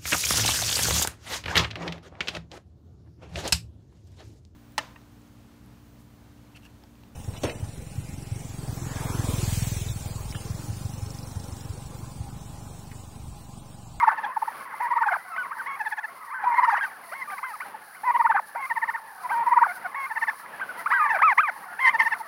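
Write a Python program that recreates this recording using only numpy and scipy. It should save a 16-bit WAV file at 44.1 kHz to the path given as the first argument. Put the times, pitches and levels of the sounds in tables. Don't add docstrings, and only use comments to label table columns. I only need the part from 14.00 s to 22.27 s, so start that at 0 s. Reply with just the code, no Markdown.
import sys
import numpy as np
from scipy import signal
from scipy.fft import rfft, irfft, next_fast_len
from scipy.io import wavfile
from scipy.ndimage import uniform_filter1d

SR = 44100
rng = np.random.default_rng(int(sys.argv[2]) if len(sys.argv) > 2 else 0)


def int16_out(signal):
    q = np.round(np.clip(np.atleast_2d(signal).T, -1, 1) * 32767)
    wavfile.write(sys.argv[1], SR, q.astype(np.int16))


N = 364707
TIME = np.arange(N) / SR

# (first syllable [s], last syllable [s], syllables, pitch [Hz], sag of pitch by the end [octaves],
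#   level [dB], crescendo [dB], overtones against the fundamental [dB], last leap [octaves], level of the leaps [dB],
#   swoop into each syllable [octaves], half length of a syllable [share of the beat],
#   held note [s], held note [Hz], held note [dB], scale of its swell [dB])
GOBBLES = [ (-.011, 0.083, 3, 899, 0.053, -11, 4.5, -18, 1.12, -21.5, 0.23, 0.3, .1, 960, -27, 13),
           (0.068, 0.246, 4, 871, 0.082, -27, 5.5, -4.5, 0.27, -37, 0.3, 0.29, 0.051, 1087, -23.5, 1),
           (0.372, .484, 3, 860, 0.014, -17, -4, -21, 0.61, -38.5, .4, 0.16, 0.074, 1024, -30, -0.5),
           (0.92, 1.125, 5, 932.6, 0.41, -16, -3, -11, 1.25, -21, 0.19, 0.32, 0.083, 970, -24, -0.5),
           (1.811, 2.047, 5, 844, 0.022, -29.5, -8, 2.5, 0.38, -54, 0.34, .31, 0.11, 1099, -32.5, -1.5),
           (2.591, 2.736, 4, 962.7, 0.29, -12, -4.5, -17.5, 1.15, -22, .14, 0.36, 0.12, 957, -22.5, 5),
           (2.648, 2.84, 4, 900, 0.029, -26.5, -6, 2, .9, -38, 0.35, 0.26, 0.064, 1053, -28.5, 5),
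           (4.156, 4.357, 5, 920.5, 0.22, -13, -2, -11, 1.15, -19.5, 0.17, 0.31, .087, 985, -18.5, 11),
           (4.715, 4.953, 5, 883, 0.033, -23.5, -5.5, 0.5, 0.92, -35, .36, .31, .11, 1078, -32, 7),
           (5.477, 5.627, 4, 938, 0.025, -9.5, 4.5, -17, 0.81, -20, .16, 0.33, .14, 939, -21.5, 4),
           (6.115, 6.29, 4, 873, 0.056, -26.5, 3.5, 1.5, 1.05, -37, .36, .33, 0.13, 1085, -30, 0),
           (7.058, 7.158, 3, 890, .3, -27, -5, 5, 0.52, -37, 0.42, 0.49, 0.12, 975, -30.5, -7),
           (7.951, 8.130, 4, 890.6, 0.063, -22, -4.5, 4.5, 0.85, -37, 0.26, 0.37, .120, 1043, -22.5, 10.5)]
# (time [s], level before the trim [dB])
FLOCK_LEVEL = [(0, -30), (.3, -47), (.7, -42.5), (1.1, -36), (1.22, -47.5), (1.45, -39.5), (2.15, -48),
               (2.6, -30.5), (2.95, -47.5), (3.9, -51), (5, -48), (5.4, -42.5), (5.9, -43.5), (6.7, -47.5),
               (7.05, -31.5), (7.38, -46), (7.7, -43.5), (8.27, -45.5)]
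# (time [s], level before the trim [dB])
AIR_LEVEL = [(0, -48), (2.1, -49.5), (2.8, -49.5), (3.5, -50.5), (5.8, -46.5), (6.4, -47.5), (8.27, -47.5)]
# (time [s], level before the trim [dB])
HISS_LEVEL = [(0, -54.5), (2.1, -53.5), (4.3, -50.5), (6, -51.5), (8.27, -50.5)]
# (time [s], pitch [Hz], level [dB], overtones against the fundamental [dB], half length [s])
CLUCKS = [ (0.124, 753, -27.5, -6, 0.015), (0.741, 874, -30.5, -11, 0.0093), (1.34, 1287, -30.5, -3, 0.038),
          (2.444, 790, -27.5, -9.5, 0.021), (2.476, 950, -15.5, -27, 0.016),
          (3.222, 1000, -31.5, 2.5, 0.019), (3.332, 749, -32, -3, 0.019), (3.749, 862, -32, -15, 0.011),
          (5.257, 967, -24, -18, 0.021), (5.701, 709, -33, -0.5, 0.036), (5.860, 721, -27, -3.5, 0.018),
          (7.878, 915.5, -22, 7, .022), (8.002, 1024, -18.5, 6.5, 0.0086), (8.031, 872, -34, 8, 0.016),
          (8.212, 862, -28.5, -27, .015)]
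# (time [s], length [s], top pitch [Hz], rise [octaves], drop [octaves], level [dB],
#   overtones against the fundamental [dB])
WHINES = [ (1.592, 0.036, 1580, 0.041, 1, -25, -7), (3.144, .102, 1097, 0.13, .25, -38, 4),
          (3.272, 0.15, 1200, 0.076, 0.69, -33.5, -8), (3.427, 0.11, 1042, 0.048, 0.47, -30.5, -4),
          (3.533, 0.039, 1277, 0.025, 1, -29.5, -8), (4.553, 0.063, 975, 0.33, 0.46, -27, -27),
          (0.656, 0.066, 990, 0.12, 0.59, -40, -6), (1.182, 0.12, 1005, 0.043, 0.087, -51, 6),
          (3.653, 0.045, 821, .05, 0.16, -37.5, -12), (7.686, 0.091, 1430, .02, 0.11, -41, -15),
          (6.687, 0.039, 1505, .05, .3, -29, -6), (6.774, 0.069, 1014, 0.088, 0.24, -37, -2),
          (7.214, .122, 1309, 0.98, .85, -9.5, -0.5)]
# (time [s], level [dB])
RUSTLES = [(.84, -50), (1.9, -49.5), (3.5, -50), (4.19, -58), (4.48, -50), (5.23, -50.5), (5.76, -46),
           (6.4, -49), (6.801, -45.5), (8.2, -48)]
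# (time [s], upsweep [s], whistle [s], fall [s], whistle [Hz], upsweep [dB], whistle [dB], fall [dB],
#   overtones against the fundamental [dB])
YELPS = [ (1.358, 0.02, 0.05, 0.038, 1545, -31.5, -24, -33, 2),
         (1.501, 0.027, 0.013, .020, 1644, -30.5, -31, -53, -8),
         (2.289, 0.053, 0.05, .050, 1590, -32.5, -28, -52, -6.5),
         (2.782, .026, 0.05, 0.067, 1640, -31.5, -20.5, -36.5, 1),
         (3.112, 0.03, .012, 0.012, 975, -35.5, -51, -56, 1.5),
         (3.297, 0.017, 0.019, .010, 1626, -36, -31, -50, 4),
         (3.375, 0.019, .008, 0.019, 1580, -32, -50, -59, 1.5),
         (3.426, 0.018, 0.02, 0.024, 1628, -27.5, -28, -41, -10),
         (3.598, 0.023, 0.018, 0.021, 1535, -33, -32, -46, 4.5),
         (3.942, .022, 0.021, .010, 1533, -50.5, -42, -59, 11),
         (4.546, 0.019, 0.0094, 0.018, 1000, -30, -41, -46, -5.5),
         (5.288, 0.027, 0.03, 0.026, 1613, -28, -23.5, -46, 0.5),
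         (6.592, 0.021, .026, 0.017, 1608, -31.5, -23, -54, -1.5),
         (6.855, .020, 0.0069, 0.011, 1784, -18.5, -43, -51, -7),
         (6.907, 0.028, 0.042, 0.2, 1644, -17, -14.5, -15, -5.5),
         (7.182, 0.019, 0.017, 0.0072, 1650, -23, -22.5, -36, -6),
         (7.373, 0.032, 0.021, 0.078, 1640, -12, -18, -17.5, 2.5)]
# (time [s], boost of the upper overtones [dB])
FACING = [(.1, 0.5), (1, -0.5), (1.8, -1.5), (2.7, 2.5), (4.2, -8.5), (6.3, -5.5), (7.3, -2.5), (7.9, -0.5)]
# (frequency [Hz], gain [dB])
THROAT = [(1500, 3), (2100, -0.5), (2400, -11), (2770, -25.5), (3200, -27), (3700, -32), (4600, -33),
          (5600, -37.5), (6500, -43), (7400, -55.5), (8400, -48.5), (10200, -37.5), (12000, -47)]
# (frequency [Hz], gain [dB])
FAR_COLOUR = [(120, -50), (330, -20), (600, -8), (850, -2), (1400, 0), (2000, 1), (2500, -7), (3200, -22),
              (4600, -21), (7000, -40)]
# (frequency [Hz], relative density [dB per Hz])
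AIR_COLOUR = [(20, -26.5), (65, -28.5), (100, -8.5), (140, -3.5), (210, 1), (330, -4.5), (550, 3),
              (1200, 6), (3000, -8.5), (7000, -39.5)]
# (frequency [Hz], relative density [dB per Hz])
HISS_COLOUR = [(100, -15), (2000, -4.5), (3300, -15.5), (4400, -4.5), (5400, -10), (6400, -15), (7500, -20),
               (8500, -14), (9400, -4), (10200, 1.5), (11000, -4.5), (12000, -13.5), (13000, -5),
               (14000, -5), (15700, -8)]

AIR_DB, FLOCK_DB, HISS_DB, SCATTER_DB = -3, 2, -2, -25.5
CUTOFF_HZ = 15850
UNDERTONE_DB = -4
ARCH_DB, SAG_CURVE = 2, 2.4
FIRST_LEAP, LEAP_GROWTH_DB, REED_GROWTH_DB = 0.222, 4, 5
PITCH_CHANCE, REED_CHANCE_DB = .01, 1.5
DROP_S, DROP_HZ = 0.03, 580
DROP_DB, DROP_REED_DB = -2.5, -10.5
SCOOP_FROM, SCOOP_S, SCOOP_DB = .8, 0.02026, 1
HOLD_SAG, HOLD_REED_DB = .05, -1
FLICK_BEATS, FLICK_S, FLICK_UP, FLICK_DB, FLICK_END_DB = .72, .013, 1.17, -8, -9
CLUCK_SWOOP, CLUCK_LEAP, CLUCK_LEAP_DB = .15, 0.21, -24
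CREST = 0.25
WHINE_DB_PER_OCTAVE, WHINE_FADE_DB = 10.5, 6
UPSWEEP_FROM, BREAK_AT, WHISTLE_SAG, FALL_TO = 0.49, .83, .93, .37
WHISTLE_PURITY_DB, WHISTLE_FADE_DB, FALL_FADE_DB = -2, -6, -9.5
UPSWEEP_ATTACK_DB, BREAK_DIP_DB = 17.5, 4
FALL_HOLLOW_DB = -12


def from_db(db):
    return 10 ** (np.asarray(db) / 20)


def rms_one(x):
    return x / np.sqrt(np.mean(x ** 2) + 1e-20)


def level(rows):
    return from_db(np.interp(TIME, *np.transpose(rows)))


def gain_at(spectrum, hz):
    points, db = np.transpose(spectrum)
    return from_db(np.interp(np.log(np.maximum(hz, 1)), np.log(points), db))


def coloured(x, spectrum):
    size = next_fast_len(N + SR // 10)
    hz = np.arange(size // 2 + 1) * SR / size
    return rms_one(irfft(rfft(x, size) * gain_at(spectrum, hz), size)[:N])


def low_cut(x, hz):
    return signal.sosfilt(signal.butter(2, hz, "high", fs=SR, output="sos"), x)


def drift(rate):
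    r = np.exp(-2 * np.pi * rate / SR)
    noise = rng.standard_normal(N + SR)
    return rms_one(signal.lfilter([1], [1, -2 * r, r * r], noise)[SR:])


def span(start, end):
    return slice(int(np.clip(start * SR, 0, N - 1)), int(np.clip(end * SR, 1, N)))


def add(track, where, sound):
    track[where] += sound


def facing(s):
    return np.interp(s, *np.transpose(FACING))


def unsteadiness(jitter, shimmer_db):
    return np.exp(jitter * drift(200)), from_db(shimmer_db * drift(160))


def syrinx(pitch, tone, overtones, rasp, facing_db, count=11, colour_db=3, crackle_db=4, beam_hz=2200, smear=1.27):
    phase = 2 * np.pi * (np.cumsum(pitch) / SR + rng.random())
    upper = gain_at(THROAT, 2 * pitch) * np.sin(2 * phase)
    steps = np.arange(len(pitch)) * 200 / SR
    for k in range(3, count + 1):
        flicker, wobble = (np.interp(steps, np.arange(len(row)), row) for row in rng.standard_normal((2, 100)))
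        beamed = np.clip(np.log2(k * np.mean(pitch) / beam_hz), 0, 1)
        gain = from_db(beamed * facing_db + colour_db * rng.standard_normal() + crackle_db * flicker)
        partial = gain_at(THROAT, k * pitch) * np.sin(k * phase + smear * wobble)
        upper += gain * partial * (k * pitch < SR / 2)
    halves = 0
    for k in (1, 3, 5):
        gain = from_db(UNDERTONE_DB * (k == 1)) * gain_at(FAR_COLOUR, k * pitch / 2)
        halves = halves + gain * np.sin(k * phase / 2)
    return tone * np.sin(phase) + overtones * upper + rasp * np.hypot(tone, overtones) * halves


def syllable(row, waver, flutter, rasp_db, count=11, turn=0.32, swell=0.8, leap_overtones=0.21,
             slack_hz=800, slack_db=9):
    s, low, tone_db, over_db, half, leap, leap_db, swoop = row
    where = span(s - 2 * half, s + 2 * half)
    u = (TIME[where] - s) / half
    top = np.exp(-((u - 1) / .47) ** 2)
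    trough = np.exp(-np.where(u < 0, u / swell, (u / .62) ** 2) ** 2)
    descent = swoop * np.clip((turn - u) / (1 + turn), 0, 1.5) ** 2
    pitch = low * 2 ** (descent + leap * top) * waver[where]
    squeak = from_db(leap_db) * top
    tone = from_db(tone_db) * trough + squeak
    overtones = from_db(over_db) * trough + leap_overtones * squeak
    rasp = from_db(rasp_db + slack_db * (low < slack_hz))
    sound = syrinx(pitch, tone, overtones, rasp, facing(s), count=count)
    return where, sound * flutter[where] ** (1 + 2 * top)


def note(rows, waver, flutter, rasp_db, count=11, edge_s=0.0061, clear_hz=1400, hoarse_hz=1000, clear_db=-20):
    s, pitch, tone_db, over_db = np.transpose(rows)
    where = span(s[0], s[-1])
    t = TIME[where]
    gate = np.clip(np.minimum(t - s[0], s[-1] - t) / edge_s, 0, 1)
    tone = from_db(np.interp(t, s, tone_db))
    overtones = from_db(np.interp(t, s, over_db))
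    hz = np.interp(t, s, pitch)
    hoarse = np.clip((clear_hz - hz) / (clear_hz - hoarse_hz), .3, 1)
    upper_db = facing(s[0]) + clear_db * (1 - hoarse)
    voice = syrinx(hz * waver[where] ** hoarse, tone, overtones, hoarse * from_db(rasp_db), upper_db, count=count)
    return where, gate * flutter[where] ** hoarse * voice


def held_note(flick_s, length, hz, db, swell_db, reed_db):
    start, held, leaves = flick_s - length, flick_s - length + SCOOP_S, flick_s - FLICK_S
    s = [start, held, (held + leaves) / 2, leaves, flick_s, flick_s + FLICK_S]
    pitch = hz * np.array([SCOOP_FROM, 1 + HOLD_SAG / 2, 1, 1 - HOLD_SAG / 2, FLICK_UP, 1])
    early, late = -.7 * swell_db, 0.37 * swell_db
    tone_db = db + np.array([early + SCOOP_DB, early, late / 2, late, FLICK_DB, FLICK_END_DB])
    return np.transpose([s, pitch, tone_db, tone_db + reed_db + HOLD_REED_DB])


def gobble(first, last, count, hz, sag, db, crescendo_db, reed_db, last_leap, leap_db, swoop, share,
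           hold_s, hold_hz, hold_db, swell_db):
    count = int(round(count))
    beat = (last - first) / (count - 1)
    half, syllables = share * beat, []
    for along, (off_pitch, off_reed) in zip(np.linspace(0, 1, count), rng.standard_normal((count, 2))):
        low = hz * 2 ** (PITCH_CHANCE * off_pitch - sag * along ** SAG_CURVE)
        tone_db = db + crescendo_db * (along - .5) - ARCH_DB * (2 * along - 1) ** 2
        over_db = tone_db + reed_db + REED_GROWTH_DB * (along - .5) + REED_CHANCE_DB * off_reed
        leap = last_leap * (FIRST_LEAP + (1 - FIRST_LEAP) * along)
        squeak_db = leap_db + LEAP_GROWTH_DB * (along - .5)
        when = first + along * (last - first)
        syllables.append((when, low, tone_db, over_db, half, leap, squeak_db, swoop))
    top_s, drop_db = last + 1.1 * half, leap_db + DROP_DB
    drop = [(top_s, low * 2 ** last_leap, drop_db, drop_db + 2 * DROP_REED_DB),
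            (top_s + DROP_S, DROP_HZ, drop_db, drop_db + DROP_REED_DB)]
    opening = held_note(first - FLICK_BEATS * beat, hold_s, hold_hz, hold_db, swell_db, reed_db)
    return [opening, drop], syllables


def ground_bounce(x, delay_s=0.003385, bounce_db=-15):
    return x + from_db(bounce_db) * np.interp(TIME - delay_s, TIME, x, left=0)


def throat_noise(voice, noise_db=-30):
    strength = np.sqrt(np.abs(uniform_filter1d(voice ** 2, SR // 200)))
    return from_db(noise_db) * strength * coloured(rng.standard_normal(N), FAR_COLOUR)


def field(x, count=70, t60=0.13, dull_hz=3500):
    delays = rng.uniform(0.003927, 0.13, count)
    echoes = np.zeros(SR // 2)
    places = np.minimum(delays * SR, SR // 2 - 1).astype(int)
    echoes[places] = rng.choice([-1, 1], count) * from_db(-60 * delays / t60)
    wet = signal.fftconvolve(x, echoes / np.linalg.norm(echoes))[:N]
    return signal.sosfilt(signal.butter(2, dull_hz, fs=SR, output="sos"), wet)


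def far_birds(count=64):
    out = np.zeros(N)
    waver, flutter = unsteadiness(jitter=.018, shimmer_db=1.5)
    for k, (when, size, pace, reed, distance) in enumerate(rng.random((count, 5))):
        start = (k + when) / count * (N / SR + .5) - .5
        low, period = 680 + 380 * size, .048 + .013 * pace
        db = -10 * distance
        over_db = db - 12 + 12 * reed
        arch = [(start, low, db - 12, over_db - 12),
                (start + .03, low * (1.5 + .5 * reed), db - 2, over_db - 6),
                (start + .11, low * 1.2, db - 8, over_db - 9)]
        add(out, *note(arch, waver, flutter, rasp_db=-17.5, count=3))
        for i in range(6):
            dip, leap = low * (1.15 - .05 * i), .2 * (i + 1)
            row = (start + .15 + i * period, dip, db, over_db, .02, leap, db - 6, .3)
            add(out, *syllable(row, waver, flutter, rasp_db=-48.0, count=3))
    out = coloured(out + .6 * field(out), FAR_COLOUR)
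    return rms_one(out / np.sqrt(uniform_filter1d(out ** 2, SR // 8) + 0.011))


def open_air(lump_db=3.6):
    rumble = coloured(low_cut(rng.standard_normal(N), 90), AIR_COLOUR)
    return level(AIR_LEVEL) * from_db(AIR_DB + lump_db * drift(3.8)) * rumble


def grass_hiss(grain_db=1.5, flutter_db=2.33, brush_s=0.024):
    brushes = sum(from_db(db) * np.exp(-((TIME - s) / brush_s) ** 2) for s, db in RUSTLES)
    steady = from_db(HISS_DB + flutter_db * drift(6.8)) * level(HISS_LEVEL)
    grains = rng.standard_normal(N) * from_db(grain_db * drift(500))
    return np.hypot(steady, brushes) * coloured(grains, HISS_COLOUR)


def cluck(s, hz, db, reed_db, half):
    return s, hz, db, db + reed_db, half, CLUCK_LEAP, db + CLUCK_LEAP_DB, CLUCK_SWOOP


def whine(start, length, hz, rise, drop, db, reed_db, count=15):
    u = np.linspace(0, 1, count)
    below = np.where(u < CREST, rise * (1 - u / CREST) ** 2, drop * ((u - CREST) / (1 - CREST)) ** 2)
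    tone_db = db - WHINE_DB_PER_OCTAVE * below - WHINE_FADE_DB * u
    return np.transpose([start + u * length, hz * 2 ** -below, tone_db, tone_db + reed_db])


def yelp(start, up_s, whistle_s, fall_s, hz, up_db, whistle_db, fall_db, reed_db, break_s=0.0036):
    top, end = start + up_s, start + up_s + whistle_s
    pure_db, faded_db = reed_db + WHISTLE_PURITY_DB, whistle_db + WHISTLE_FADE_DB
    # (time [s], share of the whistle's pitch, level [dB], overtones against the fundamental [dB])
    stages = [(start, UPSWEEP_FROM, up_db - UPSWEEP_ATTACK_DB, reed_db),
              (start + up_s / 3, .63, up_db - 0.5, reed_db),
              (top, BREAK_AT, up_db, reed_db),
              (top + break_s, 1, whistle_db, pure_db),
              (end, WHISTLE_SAG, faded_db, pure_db),
              (end + 0.04 * fall_s, .88, faded_db - BREAK_DIP_DB, pure_db),
              (end + 0.12 * fall_s, .76, fall_db, reed_db),
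              (end + .55 * fall_s, .68, fall_db + FALL_HOLLOW_DB, reed_db),
              (end + fall_s, FALL_TO, fall_db + FALL_FADE_DB, reed_db)]
    s, share, tone_db, over_db = np.transpose(stages)
    return np.transpose([np.sort(s), hz * share, tone_db, tone_db + over_db])


def near_birds():
    notes = [yelp(*row) for row in YELPS] + [whine(*row) for row in WHINES]
    syllables = [cluck(*row) for row in CLUCKS]
    for row in GOBBLES:
        glides, swoops = gobble(*row)
        notes, syllables = notes + glides, syllables + swoops
    slow_waver = np.exp(.012 * drift(50))
    out = np.zeros(N)
    waver, flutter = unsteadiness(jitter=.014, shimmer_db=.8)
    for row in syllables:
        add(out, *syllable(row, waver, flutter, rasp_db=-28.0))
    waver, flutter = unsteadiness(jitter=.018, shimmer_db=1.4)
    for rows in notes:
        soft = np.max(np.array(rows)[:, 2]) < -28
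        add(out, *note(rows, waver * slow_waver, flutter, rasp_db=-16 if soft else -23))
    return low_cut(out, 420)


def scene():
    near = ground_bounce(near_birds())
    near = near + throat_noise(near)
    reflections = from_db(SCATTER_DB) * field(near)
    flock = from_db(FLOCK_DB) * level(FLOCK_LEVEL) * far_birds()
    return (near + reflections + flock + open_air() + grass_hiss())[None]


def record(dry):
    return signal.sosfilt(signal.ellip(10, .1, 80, CUTOFF_HZ, fs=SR, output="sos"), dry)


dry = scene()
out = record(dry)
int16_out(out)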